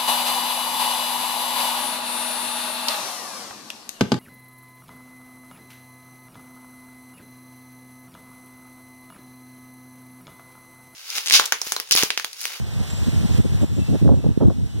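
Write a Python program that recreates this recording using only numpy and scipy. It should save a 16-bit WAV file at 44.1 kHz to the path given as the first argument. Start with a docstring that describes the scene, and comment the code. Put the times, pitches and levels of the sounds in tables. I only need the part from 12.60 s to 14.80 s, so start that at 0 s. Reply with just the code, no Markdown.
"""Under palm trees in a gusty wind, with a two-port stereo microphone. From the start fronds hiss and
patter while eddies buffet the ports with short low rumbles, the hard ones reaching higher in pitch.
From 0.3 s small birds call far off and a few fronds slap; from 0.5 s vortex cores thump the ports.
After 1 s the trees ease, but the microphone is hit hard until 1.9 s. Throughout, the recorder widens
the stereo image by subtracting a late copy of each port from the other."""
import sys
import numpy as np
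from scipy import signal
from scipy.fft import rfft, irfft
from scipy.io import wavfile
from scipy.ndimage import uniform_filter1d

SR = 44100
rng = np.random.default_rng(int(sys.argv[2]) if len(sys.argv) > 2 else 0)


def unload_wav(signal):
    """Save mono or channel-first audio to the path in sys.argv[1] as 16-bit WAV at rate SR, clipped to [-1, 1]."""
    wavfile.write(
        sys.argv[1],
        SR,
        np.round(np.clip(np.atleast_2d(signal).T, -1, 1) * 32767).astype(np.int16),
    )


N = 97020
TIME = np.arange(N) / SR
BIN_HZ = np.maximum(np.fft.rfftfreq(N, 1 / SR), 1)


def undb(db):
    """Decibels to gain."""
    return 10 ** (np.asarray(db) / 20)


def unit(x):
    """Scale each channel to rms 1."""
    return x / np.sqrt(np.mean(x ** 2, axis=-1, keepdims=True) + 1e-20)


def walk(rate_hz):
    """Random levels held 1 / rate_hz seconds and smoothed twice; rms 1."""
    hold = int(SR / rate_hz)
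    steps = np.repeat(rng.standard_normal(N // hold + 1), hold)
    return unit(uniform_filter1d(uniform_filter1d(steps, hold), hold)[:N])


def colour(x, spectrum):
    """Filter by a spectrum of (f/Hz, level/dB) points; rms 1."""
    hz, db = np.array(spectrum).T
    gain = undb(np.interp(np.log(BIN_HZ), np.log(hz), db))
    return unit(irfft(rfft(x) * gain, N))


def diffuse(port_gap_m=0.13):
    """Noise from all around the microphone: alike at both ports only for waves longer than their gap."""
    alike = np.sinc(2 * BIN_HZ * port_gap_m / 343)
    mid, side = rfft(rng.standard_normal((2, N))) * np.sqrt([1 + alike, 1 - alike])
    return unit(irfft(np.array([mid + side, mid - side]), N))


def port_cut(x, corner_hz=67.3):
    """The microphone ports pass no deep bass."""
    return signal.sosfilt(signal.butter(4, corner_hz, "high", fs=SR, output="sos"), x)


def turbulence(corner_hz, order=4.1):
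    """Pressure of the flow, unrelated at the two ports, falling steeply above its corner."""
    corners = corner_hz * np.array([[0.82], [1]])  # the left port is more sheltered, so duller
    rolloff = (1 + (BIN_HZ / corners) ** 2) ** (-order / 2)
    return unit(irfft(rfft(rng.standard_normal((2, N))) * rolloff, N))


def port_rumble(level_db=-29.5, waver_db=3.5):
    """Right on the microphone, the flow between the eddies makes a wavering rumble."""
    flow = unit(port_cut(turbulence(corner_hz=171)))
    return flow * undb(level_db + waver_db * np.array([walk(30.47), walk(32.4)]))


# wind in the palms, heard from the ground: t/s, hiss level/dB, rush level/dB
PALM_WIND = [(0, -46.5, -43.5), (.26, -43, -37), (.31, -41, -39.5), (.55, -42, -37.5), (.78, -40.5, -36.5),
             (.83, -45.5, -43), (1.02, -44, -38.5), (1.07, -48, -44.5), (1.18, -47.5, -46),
             (1.27, -45.5, -44), (1.4, -46, -41.5), (1.52, -52.5, -48), (1.67, -51.5, -45.5),
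             (2.02, -52.5, -51), (2.2, -50, -48)]
# spectrum of the fronds: f/Hz, relative level/dB
FROND_SPECTRUM = [(800, -14.5), (1600, -1.5), (2600, -2.5), (3500, 1), (4600, -2), (6800, -4), (9000, -7.3),
                  (10200, -12), (12800, -16), (15500, -15)]
FROND_BALANCE_DB = [[-1.3], [1.3]]  # left, right


def frond_hiss(ticks_per_s=230, tick_decay_s=0.0009, patter_db=-16.5):
    """Leaflets around the microphone hiss and patter, rising and falling with the wind."""
    times, hiss_db, _ = np.array(PALM_WIND).T
    hits = rng.random(N) < ticks_per_s / SR
    ticks = hits * undb(-2 * np.minimum(rng.exponential(size=N), 4))  # spread over 8 dB
    decays = signal.lfilter([1], [1, -np.exp(-1 / (tick_decay_s * SR))], ticks)
    patter = unit(diffuse() * decays)
    leaflets = colour(diffuse() + undb(patter_db) * patter, FROND_SPECTRUM)
    level_db = np.interp(TIME, times, hiss_db) + 0.33 * walk(16.35) + 0.5 * walk(60.33)  # waver, flicker
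    return leaflets * undb(level_db) * undb(FROND_BALANCE_DB)


# spectrum of the wind in the crowns: f/Hz, relative level/dB
CROWN_SPECTRUM = [(55, 11), (100, 2.5), (200, -8), (500, -4.5), (900, -7.5), (1500, -13), (2300, -13),
                  (4000, -22.5), (9000, -32)]


def crown_rush():
    """Wind through the crowns makes a low rush under the hiss, louder at the right port."""
    times, _, rush_db = np.array(PALM_WIND).T
    rush = colour(diffuse(), CROWN_SPECTRUM)
    return rush * undb(np.interp(TIME, times, rush_db)) * undb([[-2], [2]])


# eddies on the microphone: middle t/s, length/s, left level/dB, right level/dB, right corner f/Hz
EDDIES = [(0.022, 0.023, -23, -40, 135), (0.171, 0.1, -34, -26.5, 130), (0.21, 0.0081, -22.5, -15.5, 202),
          (0.336, 0.02, -20, -20.5, 130), (0.426, 0.023, -31, -18.5, 186), (0.481, 0.032, -26, -14.5, 211),
          (0.548, 0.044, -27, -18.5, 197), (0.573, 0.027, -30, -15.5, 214), (0.611, 0.032, -27, -18.5, 213),
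          (0.644, 0.02, -13, -30, 209), (0.707, 0.036, -18, -15, 194), (0.744, 0.03, -23, -14.5, 182),
          (0.792, 0.021, -17.5, -8.5, 220), (0.857, 0.023, -18, -21, 344),
          (0.937, 0.038, -20.5, -19.5, 206), (0.994, 0.08, -20.5, -26, 171),
          (1.031, 0.029, -19.5, -15, 320), (1.124, 0.035, -20, -46, 224), (1.187, 0.025, -14.5, -18, 293),
          (1.218, 0.015, -14.5, -32, 189), (1.309, 0.047, -15.5, -17, 283),
          (1.345, 0.041, -22.5, -16.5, 330), (1.426, 0.017, -14, -13.5, 245),
          (1.464, 0.045, -17.5, -10.5, 270), (1.513, 0.062, -25, -10.5, 350), (1.582, 0.054, -31, -19, 262),
          (1.657, 0.032, -19.5, -13.5, 347), (1.696, 0.037, -29, -18.5, 287), (1.823, 0.024, -20, -10, 445),
          (1.867, 0.053, -10, -14, 295), (1.908, 0.025, -21, -25.5, 524), (2.005, 0.073, -27, -22, 221),
          (2.171, 0.062, -25, -24.5, 197)]


def eddy_buffets(edge_s=0.0039, flutter_db=2.2):
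    """Each eddy that hits the ports is a ragged burst of turbulence."""
    flutter = undb(flutter_db * walk(220))
    out = 0
    for middle, length, left_db, right_db, corner_hz in EDDIES:
        gate = .5 + .5 * np.tanh((length / 2 - abs(TIME - middle)) / (2 * edge_s))
        burst = port_cut(turbulence(corner_hz) * gate * flutter)
        burst = unit(burst) * np.sqrt(length * SR / N)  # rms about 1 over its own length
        out += burst * undb([[left_db], [right_db]])
    return out


# distant bird notes: start t/s, length/s, f/Hz, level/dB, left minus right/dB
BIRD_NOTES = [(0.298, 0.022, 7540, -42.5, 1), (0.351, 0.039, 7500, -48, -4), (.40, 0.04, 7580, -55, 2),
              (0.721, 0.03, 7460, -49, 2), (0.815, 0.01, 8170, -51, 4), (1.015, 0.017, 7520, -45, 0),
              (1.156, 0.021, 7410, -50.5, -8), (1.556, 0.031, 7600, -61, 4), (1.191, 0.049, 2670, -55, 15),
              (1.254, 0.095, 2680, -65, 13), (1.573, 0.079, 2675, -60, 9), (2.089, 0.027, 2930, -65, 19)]


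def far_birds(fall=0.025, waver=0.0078, echo_db=1.5, echo_t60_s=0.89):
    """Far off, thin chips and lower whistles drop onto their pitch, echoed by trees and buildings."""
    calls = 0
    for start, length, hz, db, pan_db in BIRD_NOTES:
        progress = np.clip((TIME - start) / length, 0, 1)
        pitch = hz * (1 + fall * (1 - progress) ** 4 + waver * walk(300))
        envelope = np.sqrt(8 * progress * (1 - progress))
        note = envelope * np.sin(2 * np.pi * np.cumsum(pitch) / SR)
        calls += note * undb([[db + pan_db / 2], [db - pan_db / 2]])
    decay = undb(-60 * TIME / echo_t60_s)
    tail = unit(rng.standard_normal((2, N)) * decay) / np.sqrt(N)
    return calls + undb(echo_db) * signal.fftconvolve(calls, tail, axes=1)[:, :N]


# slaps up in the palms: t/s, level/dB
FROND_SLAPS = [(0.304, -40), (0.476, -42), (.78, -40), (1.021, -44)]


def frond_slaps(length_s=0.0091):
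    """Fronds slap together in brief bursts of the same colour as their hiss."""
    envelope = sum(undb(db) * np.exp(-(2 * (TIME - at) / length_s) ** 2) for at, db in FROND_SLAPS)
    return colour(diffuse(), FROND_SPECTRUM) * envelope * undb(FROND_BALANCE_DB)


# vortex cores on the microphone, peaks before the bass cut: t/s, left level/dB, right level/dB, width/s
VORTEX_CORES = [(0.485, -40, -8.5, 0.0014), (0.657, -6, -30, 0.0014), (0.802, -7, -40, 0.0014),
                (0.855, -15.5, -39, 0.00068), (1.031, -47, -10, 0.00061), (1.306, -13, -36, .0011),
                (1.331, -30, -7, 0.0014), (1.348, -35, -12.5, 0.00057), (1.432, -18, -5, 0.0016),
                (1.458, -27, -9.5, 0.00061), (1.479, -32, -25, 0.00019), (1.492, -15, -9.5, 0.0004),
                (1.519, -39, -4, 0.00074), (1.69, -25, -2.5, 0.0013), (1.776, -49, -3.5, 0.00084),
                (1.813, -37, -6.5, 0.00057), (1.835, -33, -8.5, 0.0009), (1.857, -12, -29, 0.0012),
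                (1.883, -1, -13, 0.00099), (1.902, -25.5, -33, 0.00025)]


def vortex_thumps():
    """Each vortex core thumps the ports with a push, then a pull; the wider, the deeper."""
    pressure = 0
    for at, left_db, right_db, width in VORTEX_CORES:
        widths_past = (TIME - at) / width
        swing = -widths_past * np.exp(-widths_past ** 2 / 2)
        pressure += swing / swing.max() * undb([[left_db], [right_db]])
    return port_cut(pressure)


def scene():
    """Left and right ports, near to far: wind on the microphone, the palms, the birds."""
    port_wind = port_rumble() + eddy_buffets() + vortex_thumps()
    palms = frond_hiss() + frond_slaps() + crown_rush()
    return port_wind + palms + far_birds()


# the recorder's stereo widening: f/Hz, share of the other port that is subtracted
CROSSFEED = [(100, 0.82), (1100, 0.52), (2300, 1), (3500, 0.57), (4650, 0.7), (5800, 0.58), (7000, 0.47),
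             (11500, 1)]


def record(dry, lag_s=19 / SR, ceiling=0.95, top_hz=15400):
    """The recorder subtracts a late copy of the other port, rounds the highest peaks and cuts the top."""
    f = np.fft.rfftfreq(2 * N, 1 / SR)
    hz, share = np.array(CROSSFEED).T
    ports = rfft(dry, 2 * N)
    late_share = np.interp(f, hz, share) * np.exp(-2j * np.pi * f * lag_s)
    wide = irfft(ports - late_share * ports[::-1], 2 * N)[:, :N]
    rounded = wide / (1 + (wide / ceiling) ** 6) ** (1 / 6)
    return signal.sosfilt(signal.ellip(10, .2, 80, top_hz, fs=SR, output="sos"), rounded)


dry = scene()
out = record(dry)
unload_wav(out)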